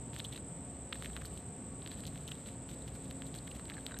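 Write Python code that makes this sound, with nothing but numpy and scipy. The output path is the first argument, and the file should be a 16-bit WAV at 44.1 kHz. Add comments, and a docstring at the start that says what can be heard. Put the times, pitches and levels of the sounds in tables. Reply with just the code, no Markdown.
"""Dry cracks and short gritty scrapes: a chipmunk bites and turns a peanut, close by on a summer lawn.
Each fracture is a tick coloured by the hollow shell; sliding teeth and claws make runs of tiny slips.
Near the end the nut knocks as it is pushed into the cheek. Behind it insects sing high in the grass,
over a low outdoor rumble, a distant machine's hum and one soft swell from the hand holding the nuts."""
import sys
import numpy as np
from scipy import signal
from scipy.fft import rfft, irfft
from scipy.io import wavfile

SR = 44100
rng = np.random.default_rng(int(sys.argv[2]) if len(sys.argv) > 2 else 0)


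def unload_wav(signal):
    """Save mono or channel-first audio to the path in sys.argv[1] as 16-bit WAV at rate SR, clipped to [-1, 1]."""
    wavfile.write(
        sys.argv[1],
        SR,
        np.round(np.clip(np.atleast_2d(signal).T, -1, 1) * 32767).astype(np.int16),
    )


N = 176400


def amp(db):
    """Decibels to gain."""
    return 10 ** (np.asarray(db) / 20)


def unit(x):
    """Scale to rms 1."""
    return x / np.sqrt(np.mean(x ** 2) + 1e-20)


def spectrum(points, hz):
    """Gain at hz from (frequency [Hz], level [dB]) points."""
    point_hz, db = np.transpose(points)
    return amp(np.interp(np.log(hz + 1), np.log(point_hz), db))


def shaped(x, points):
    """Zero-phase filter through (frequency [Hz], gain [dB]) points."""
    return irfft(rfft(x) * spectrum(points, np.fft.rfftfreq(N, 1 / SR)), N)


def noise(points):
    """Steady noise of the given spectral shape, rms 1."""
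    return unit(shaped(rng.standard_normal(N), points))


def drift(rate_hz):
    """Random motion up to about rate_hz, rms 1."""
    lowpass = np.exp(-(np.fft.rfftfreq(N, 1 / SR) / rate_hz) ** 2)
    return unit(irfft(rfft(rng.standard_normal(N)) * lowpass, N))


def add(mix, start_s, sound):
    """Mix a sound in at start_s."""
    part = mix[max(round(start_s * SR), 0):][:len(sound)]
    part += sound[:len(part)]


# Outdoor noise: (frequency [Hz], relative density [dB])
RUMBLE_SPECTRUM = [(20, -21.5), (38, -17), (52, -3), (75, 0), (110, 1), (150, 1.5), (230, -1.5), (330, -8),
                   (500, -10), (750, -15.5), (1000, -21.5), (1600, -26), (2600, -29), (3800, -32.5),
                   (5200, -40.5), (7000, -43.5), (14000, -51.5)]


def rumble(level_db=-48):
    """Steady low outdoor noise."""
    return amp(level_db) * noise(RUMBLE_SPECTRUM)


# Treble hiss: (frequency [Hz], relative density [dB])
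HISS_SPECTRUM = [(3800, -37), (4300, 0.5), (6800, 7.5), (10000, 2), (13000, -6)]


def hiss(level_db=-72):
    """Faint hiss, independent left and right."""
    return amp(level_db) * np.array([noise(HISS_SPECTRUM), noise(HISS_SPECTRUM)])


# Machine tones: (frequency [Hz], level [dB])
HUM_LINES = [(59.2, -58.5), (118.6, -59.5), (269, -59.5), (457, -75), (537, -70), (711, -71.5),
             (912, -73.5), (1067, -87), (1125, -76.5)]


def machine_hum(waver_db=3, wander_hz=1.49):
    """A far machine: each tone wavers in level and pitch."""
    hum = np.zeros(N)
    for hz, db in HUM_LINES:
        gain = amp(db + waver_db * drift(3))
        phase = 2 * np.pi * np.cumsum(hz + wander_hz * drift(6.5)) / SR
        hum += gain * unit(np.sin(phase))
    return hum


# Hand movement: (frequency [Hz], relative density [dB])
HAND_SPECTRUM = [(25, -22), (55, 3), (140, 10), (220, -13), (500, -37), (2000, -70)]


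def hand_shift(middle_s=2.137, length_s=0.5, level_db=-48.5):
    """The hand holding the nuts shifts: one soft low swell."""
    swell = np.zeros(N)
    add(swell, middle_s - length_s / 2, np.hanning(int(length_s * SR)))
    return amp(level_db) * swell * noise(HAND_SPECTRUM)


# Far insects: (frequency [Hz], relative density [dB])
CHORUS_SPECTRUM = [(6000, -56.5), (6850, -19.5), (7250, -1), (7430, -5.5), (7700, 6.5), (7900, 7),
                   (8150, 7), (8400, 6.5), (8600, -5), (9000, -12), (10000, -25.5), (11500, -32),
                   (12800, -42.5), (14000, -61)]


def insect_chorus(level_db=-54.5, shimmer_db=1.7, correlation=0.89):
    """Many far insects merge into a narrow shimmering band; stereo."""
    middle = noise(CHORUS_SPECTRUM) * np.sqrt((1 + correlation) / 2)
    side = noise(CHORUS_SPECTRUM) * np.sqrt((1 - correlation) / 2)
    return amp(level_db + shimmer_db * drift(60)) * np.array([middle + side, middle - side])


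# Nearest insect: (time [s], level [dB])
TRILL_LEVEL = [(0, -57), (.6, -57.5), (1.6, -57.5), (2.3, -62.5), (4, -61)]


def insect_trill(tone_hz=8308, wander_hz=14, strokes_per_s=49.3, sharpness=1.45):
    """One insect: a high tone that swells on each wing stroke."""
    stroke = np.cos(2 * np.pi * np.cumsum(strokes_per_s + .2 * drift(2)) / SR)
    tone = np.sin(2 * np.pi * np.cumsum(tone_hz + wander_hz * drift(40.7)) / SR)
    level_db = np.interp(np.arange(N) / SR, *np.transpose(TRILL_LEVEL))
    return amp(level_db) * unit(np.exp(sharpness * stroke) * tone)


def yard(direct, level_db=-18.5, t60_s=0.22):
    """Add weak short reflections from hand, ground and house wall."""
    t = np.arange(SR // 4) / SR
    tail = rng.standard_normal(len(t)) * amp(-60 * t / t60_s)
    return direct + amp(level_db) * signal.fftconvolve(direct, tail / np.linalg.norm(tail))[:N]


# Stereo width of the crackle: (frequency [Hz], side gain [dB])
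SIDE_GAIN = [(3700, -78), (4400, -25), (5500, -13.5), (9000, -14), (13000, -13)]


def widen(middle, taps=97):
    """Treble arrives out of step left and right; the rest stays centred."""
    scatter = rng.standard_normal(taps) * np.hanning(taps)
    scatter = scatter - scatter[::-1]  # 90-degree shift: both sides stay equally loud
    shifted = signal.fftconvolve(middle, scatter / np.linalg.norm(scatter), "same")
    side = shaped(shifted, SIDE_GAIN)
    return np.array([middle + side, middle - side])


# Hollow shell response: (frequency [Hz], relative gain [dB])
SHELL_SPECTRUM = [(300, -13), (750, -5.5), (1150, 3.5), (1800, 1.5), (2400, -1), (3200, 3.5), (4100, 3.5),
                  (4900, -5), (6000, -32), (9000, -14), (14000, -16)]
# Sharp edge of a fracture: (frequency [Hz], relative gain [dB])
SNAP_SPECTRUM = [(1000, -33.5), (4000, -12), (5600, 6), (6700, 7), (8000, 8.5), (9800, 7), (11000, -2.5),
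                 (12500, 9.5), (14000, -15.5)]


def shell_tick(centre_hz, width_oct, snap_db, size=1024):
    """One fracture through the shell: a broad, fast-dying resonance plus a treble snap."""
    hz = np.fft.rfftfreq(size, 1 / SR)
    resonance = np.exp(-.5 * (np.log2((hz + 1) / centre_hz) / width_oct) ** 2)
    body = unit(spectrum(SHELL_SPECTRUM, hz) * resonance)
    snap = amp(snap_db) * unit(spectrum(SNAP_SPECTRUM, hz))
    gain = np.hypot(body, snap)
    log_gain = np.log(np.r_[gain, gain[-2:0:-1]] + 1e-6)
    minimum_phase = np.exp(np.conj(signal.hilbert(log_gain)))  # energy packed at the onset
    return np.fft.ifft(minimum_phase).real


def slips(n, per_s, spread_db):
    """Tiny slips as random impulses of uneven size."""
    sizes = amp(spread_db * np.minimum(rng.exponential(1, n), 4))
    return sizes * rng.choice([-1, 1], n) * (rng.random(n) < per_s / SR)


def grit(n, centre_hz, snap_db, slips_per_s, spread_db, spots=6, scatter_oct=0.5, width_oct=0.53):
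    """Slips at several spots on the shell, each with its own pitch; rms 1."""
    out = np.zeros(n)
    for hz in centre_hz * 2 ** (scatter_oct * rng.standard_normal(spots)):
        impulses = slips(n, slips_per_s / spots, spread_db)
        out += signal.fftconvolve(impulses, shell_tick(hz, width_oct, snap_db))[:n]
    return unit(out)


# Spells of turning the nut: (start [s], end [s], level [dB])
TURNS = [(.12, 0.402, -66.5), (0.916, 1.438, -66), (1.8, 2.588, -67.5), (2.683, 4.002, -70)]


def brushing():
    """Paws and whiskers brush the turning nut: faint fine crackle."""
    touch = np.zeros(N)
    for start_s, end_s, db in TURNS:
        add(touch, start_s, amp(db) * signal.windows.tukey(int((end_s - start_s) * SR), .2))
    return touch * grit(N, centre_hz=3320, snap_db=-3.5, slips_per_s=560, spread_db=1.5)


# Nut against the cheek: (time [s], peak [dB], pitch [ratio], top mode relative level [dB])
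CHEEK_KNOCKS = [(3.7682, -40, 1.1, -12), (3.781, -39.5, 1.05, -8), (3.787, -51, 1, 2), (3.9199, -38, 1, -2),
                (3.943, -35.5, 0.967, 3.5), (3.967, -41.5, 1.02, -1)]


def knocks(t60_s=0.019):
    """Pushed into the cheek, the whole hollow nut rings in four modes."""
    out, t = np.zeros(N), np.arange(2048) / SR
    for time_s, peak_db, pitch, top_db in CHEEK_KNOCKS:
        modes = [(1250, -13), (1580, 4.5), (1880, -3), (3920, top_db)]
        ring = sum(amp(db) * np.sin(2 * np.pi * base_hz * pitch * t) for base_hz, db in modes)
        ring *= amp(-60 * t / t60_s)
        add(out, time_s, amp(peak_db) * ring / abs(ring).max())
    return out


# Strokes over the shell: (mid time [s], length [s], level at middle [dB], centre [Hz])
SCRAPE_STROKES = [(.15, .06, -58, 3160), (0.191, 0.054, -55, 3100), (0.25, 0.024, -51, 3330),
                  (0.328, 0.042, -54.5, 3180), (0.364, 0.08, -58.5, 2900), (0.956, 0.078, -58, 2700),
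                  (1.049, 0.067, -53, 2900), (1.09, 0.067, -67, 2400), (1.168, 0.034, -53, 2210),
                  (1.215, 0.032, -57, 2220), (1.262, .035, -52, 4260), (1.359, .14, -69, 3400),
                  (1.839, 0.097, -64, 3200), (1.924, 0.064, -53, 2520), (1.989, 0.065, -62, 3200),
                  (2.04, 0.038, -58, 2920), (2.075, 0.043, -55, 3650), (2.16, 0.081, -65, 3200),
                  (2.285, 0.037, -53, 3600), (2.318, .025, -51.5, 2820), (2.387, 0.046, -64, 3000),
                  (2.48, 0.089, -61, 3200), (2.694, .022, -56, 3060), (2.714, 0.036, -55.5, 3360),
                  (2.741, 0.035, -58, 3230), (2.881, 0.033, -56, 2880), (2.955, .06, -61, 3430),
                  (3.05, 0.049, -61, 3270), (3.109, 0.03, -57.5, 3370), (3.268, 0.054, -61, 3200),
                  (3.353, 0.042, -53, 3340), (3.381, 0.038, -58.5, 3450), (3.475, 0.021, -55, 2870),
                  (3.514, 0.017, -52.5, 3200), (3.558, 0.043, -55.5, 3450), (3.595, .04, -61, 2800),
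                  (3.697, 0.051, -55, 2500), (3.743, 0.032, -56, 2000), (3.786, .035, -59, 1800),
                  (3.892, 0.055, -57.5, 1700), (3.923, 0.022, -55, 1710), (3.968, 0.023, -57, 1700)]


def scrapes(snap_db_per_oct=13):
    """Teeth and claws slide: each stroke is a run of slips that swells and fades."""
    out = np.zeros(N)
    for middle_s, length_s, db, centre_hz in SCRAPE_STROKES:
        n = int(length_s * SR)
        snap_db = -3 + snap_db_per_oct * np.log2(centre_hz / 3320)  # higher scrapes are sharper
        stroke = grit(n, centre_hz, snap_db, slips_per_s=1100, spread_db=4)
        add(out, middle_s - length_s / 2, amp(db) * stroke * np.hanning(n))
    return out


# Shell fractures: (time [s], tick peak [dB], centre [Hz], width [oct], snap before boost [dB])
FRACTURES = [(0.1334, -38, 2500, 1.0, -20), (0.1426, -42, 3300, 1.0, -22),
             (0.1638, -32.5, 1920, 1.0, -17.5), (0.18, -42, 3150, 0.35, -9), (0.1895, -33, 4350, 0.67, -2),
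             (0.1965, -33, 3300, 0.24, -22), (0.2016, -24.5, 3820, 1, -36), (0.248, -31.5, 3350, 0.19, -24),
             (0.2523, -35.5, 3350, 0.23, -22), (0.258, -42, 3450, 0.2, -19),
             (0.3264, -39.5, 3630, 0.18, -35), (0.3473, -40, 2700, 0.4, -22), (0.3597, -36, 2350, 1.0, -20),
             (0.362, -39.5, 3850, 0.15, -24), (0.3772, -36, 2300, 1.0, -19),
             (0.9262, -26.5, 1650, 1.0, -25), (0.9295, -23, 2350, 0.73, -26), (0.9445, -43, 2250, 0.8, -23),
             (0.9567, -35.5, 1600, 1.0, -20), (1.024, -30, 1580, 1.0, -15), (1.046, -37.5, 1970, 0.4, -25),
             (1.059, -31, 2230, 0.54, -19), (1.1003, -42, 1310, 0.79, -20), (1.133, -42.5, 3420, 0.2, -12),
             (1.1656, -28.5, 1920, 0.95, -17), (1.1712, -42, 1300, 0.95, -25),
             (1.1748, -39, 1300, 1.0, -16), (1.22, -40, 1300, 0.56, -16), (1.25, -38, 1350, 0.75, -14.5),
             (1.255, -35.5, 5230, 0.24, -7.5), (1.3757, -37, 3350, 0.66, -10),
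             (1.8209, -41.5, 3480, 0.56, -22), (1.8623, -31.5, 2550, 0.75, -26),
             (1.8755, -31, 3750, 1.0, -12), (1.9163, -41.5, 2070, 0.42, -21),
             (2.0057, -36.5, 5350, 0.8, -7), (2.0373, -37.5, 2150, 1.0, -19),
             (2.0538, -36, 5000, 0.78, -19.5), (2.067, -31.5, 4950, 0.47, -4),
             (2.0787, -37, 4200, 1.0, -12), (2.1578, -38.5, 2050, 0.63, -19),
             (2.177, -38.5, 2950, 0.47, -11), (2.2775, -38.5, 3320, 0.3, -20),
             (2.2853, -39, 3050, 0.18, -22), (2.2902, -41, 1700, 1.0, -23),
             (2.3184, -29.5, 3080, 0.25, -25), (2.3529, -44, 3850, 0.45, -16),
             (2.4595, -42, 3100, 0.37, -21), (2.4622, -42, 3500, 1.0, -16), (2.488, -37.5, 2850, 0.78, -22),
             (2.6902, -41, 1900, 0.85, -18), (2.8213, -47.5, 3830, 0.14, -16),
             (2.8788, -42, 2300, 0.63, -23), (2.959, -43, 1300, 0.93, -14), (3.1113, -33.5, 2880, 1.0, -19),
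             (3.221, -32.5, 2250, 0.85, -18), (3.3421, -35.5, 5350, 0.83, -25),
             (3.387, -39.5, 4600, 0.2, -27), (3.4782, -38.5, 2140, 0.39, -25),
             (3.5147, -41.5, 2790, 0.16, -26), (3.5961, -39, 1620, 0.62, -27),
             (3.6554, -39.5, 5350, 0.95, -11), (3.6996, -29, 2410, 0.6, -20),
             (3.7079, -40, 1800, 0.71, -18), (3.7186, -38.5, 1890, 0.3, -29),
             (3.8081, -45.5, 3150, 0.43, -17), (3.8655, -24.5, 5200, 1.0, -14),
             (3.9107, -38, 1700, 0.55, -29), (3.9888, -26, 4500, 1.0, 5)]


def cracks(snap_boost_db=5, rattle_db=-12, rattle_t60_s=0.01):
    """The bitten shell breaks: one sharp tick, then a brief rattle."""
    out, t = np.zeros(N), np.arange(2048) / SR
    for time_s, peak_db, centre_hz, width_oct, snap_db in FRACTURES:
        tick = shell_tick(centre_hz, width_oct, snap_db + snap_boost_db)
        tick /= abs(signal.hilbert(tick)).max()
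        rattle = rng.standard_normal(len(t)) * amp(-60 * t / rattle_t60_s)
        rattle *= amp(rattle_db) / np.linalg.norm(rattle)
        rattle[0] = 1  # the direct tick
        add(out, time_s, amp(peak_db) * signal.fftconvolve(rattle, tick))
    return out


def scene():
    """The nut straight ahead, the garden behind it."""
    nut = widen(yard(cracks() + knocks() + scrapes() + brushing()))
    garden = insect_trill() + insect_chorus() + machine_hum() + rumble()
    return nut + garden + hand_shift() + hiss()


def record(dry):
    """Low-pass at 13.6 kHz."""
    lowpass = signal.firwin(255, 13600, window=("kaiser", 8), fs=SR)
    return signal.oaconvolve(dry, lowpass[None], "same")


dry = scene()
out = record(dry)
unload_wav(out)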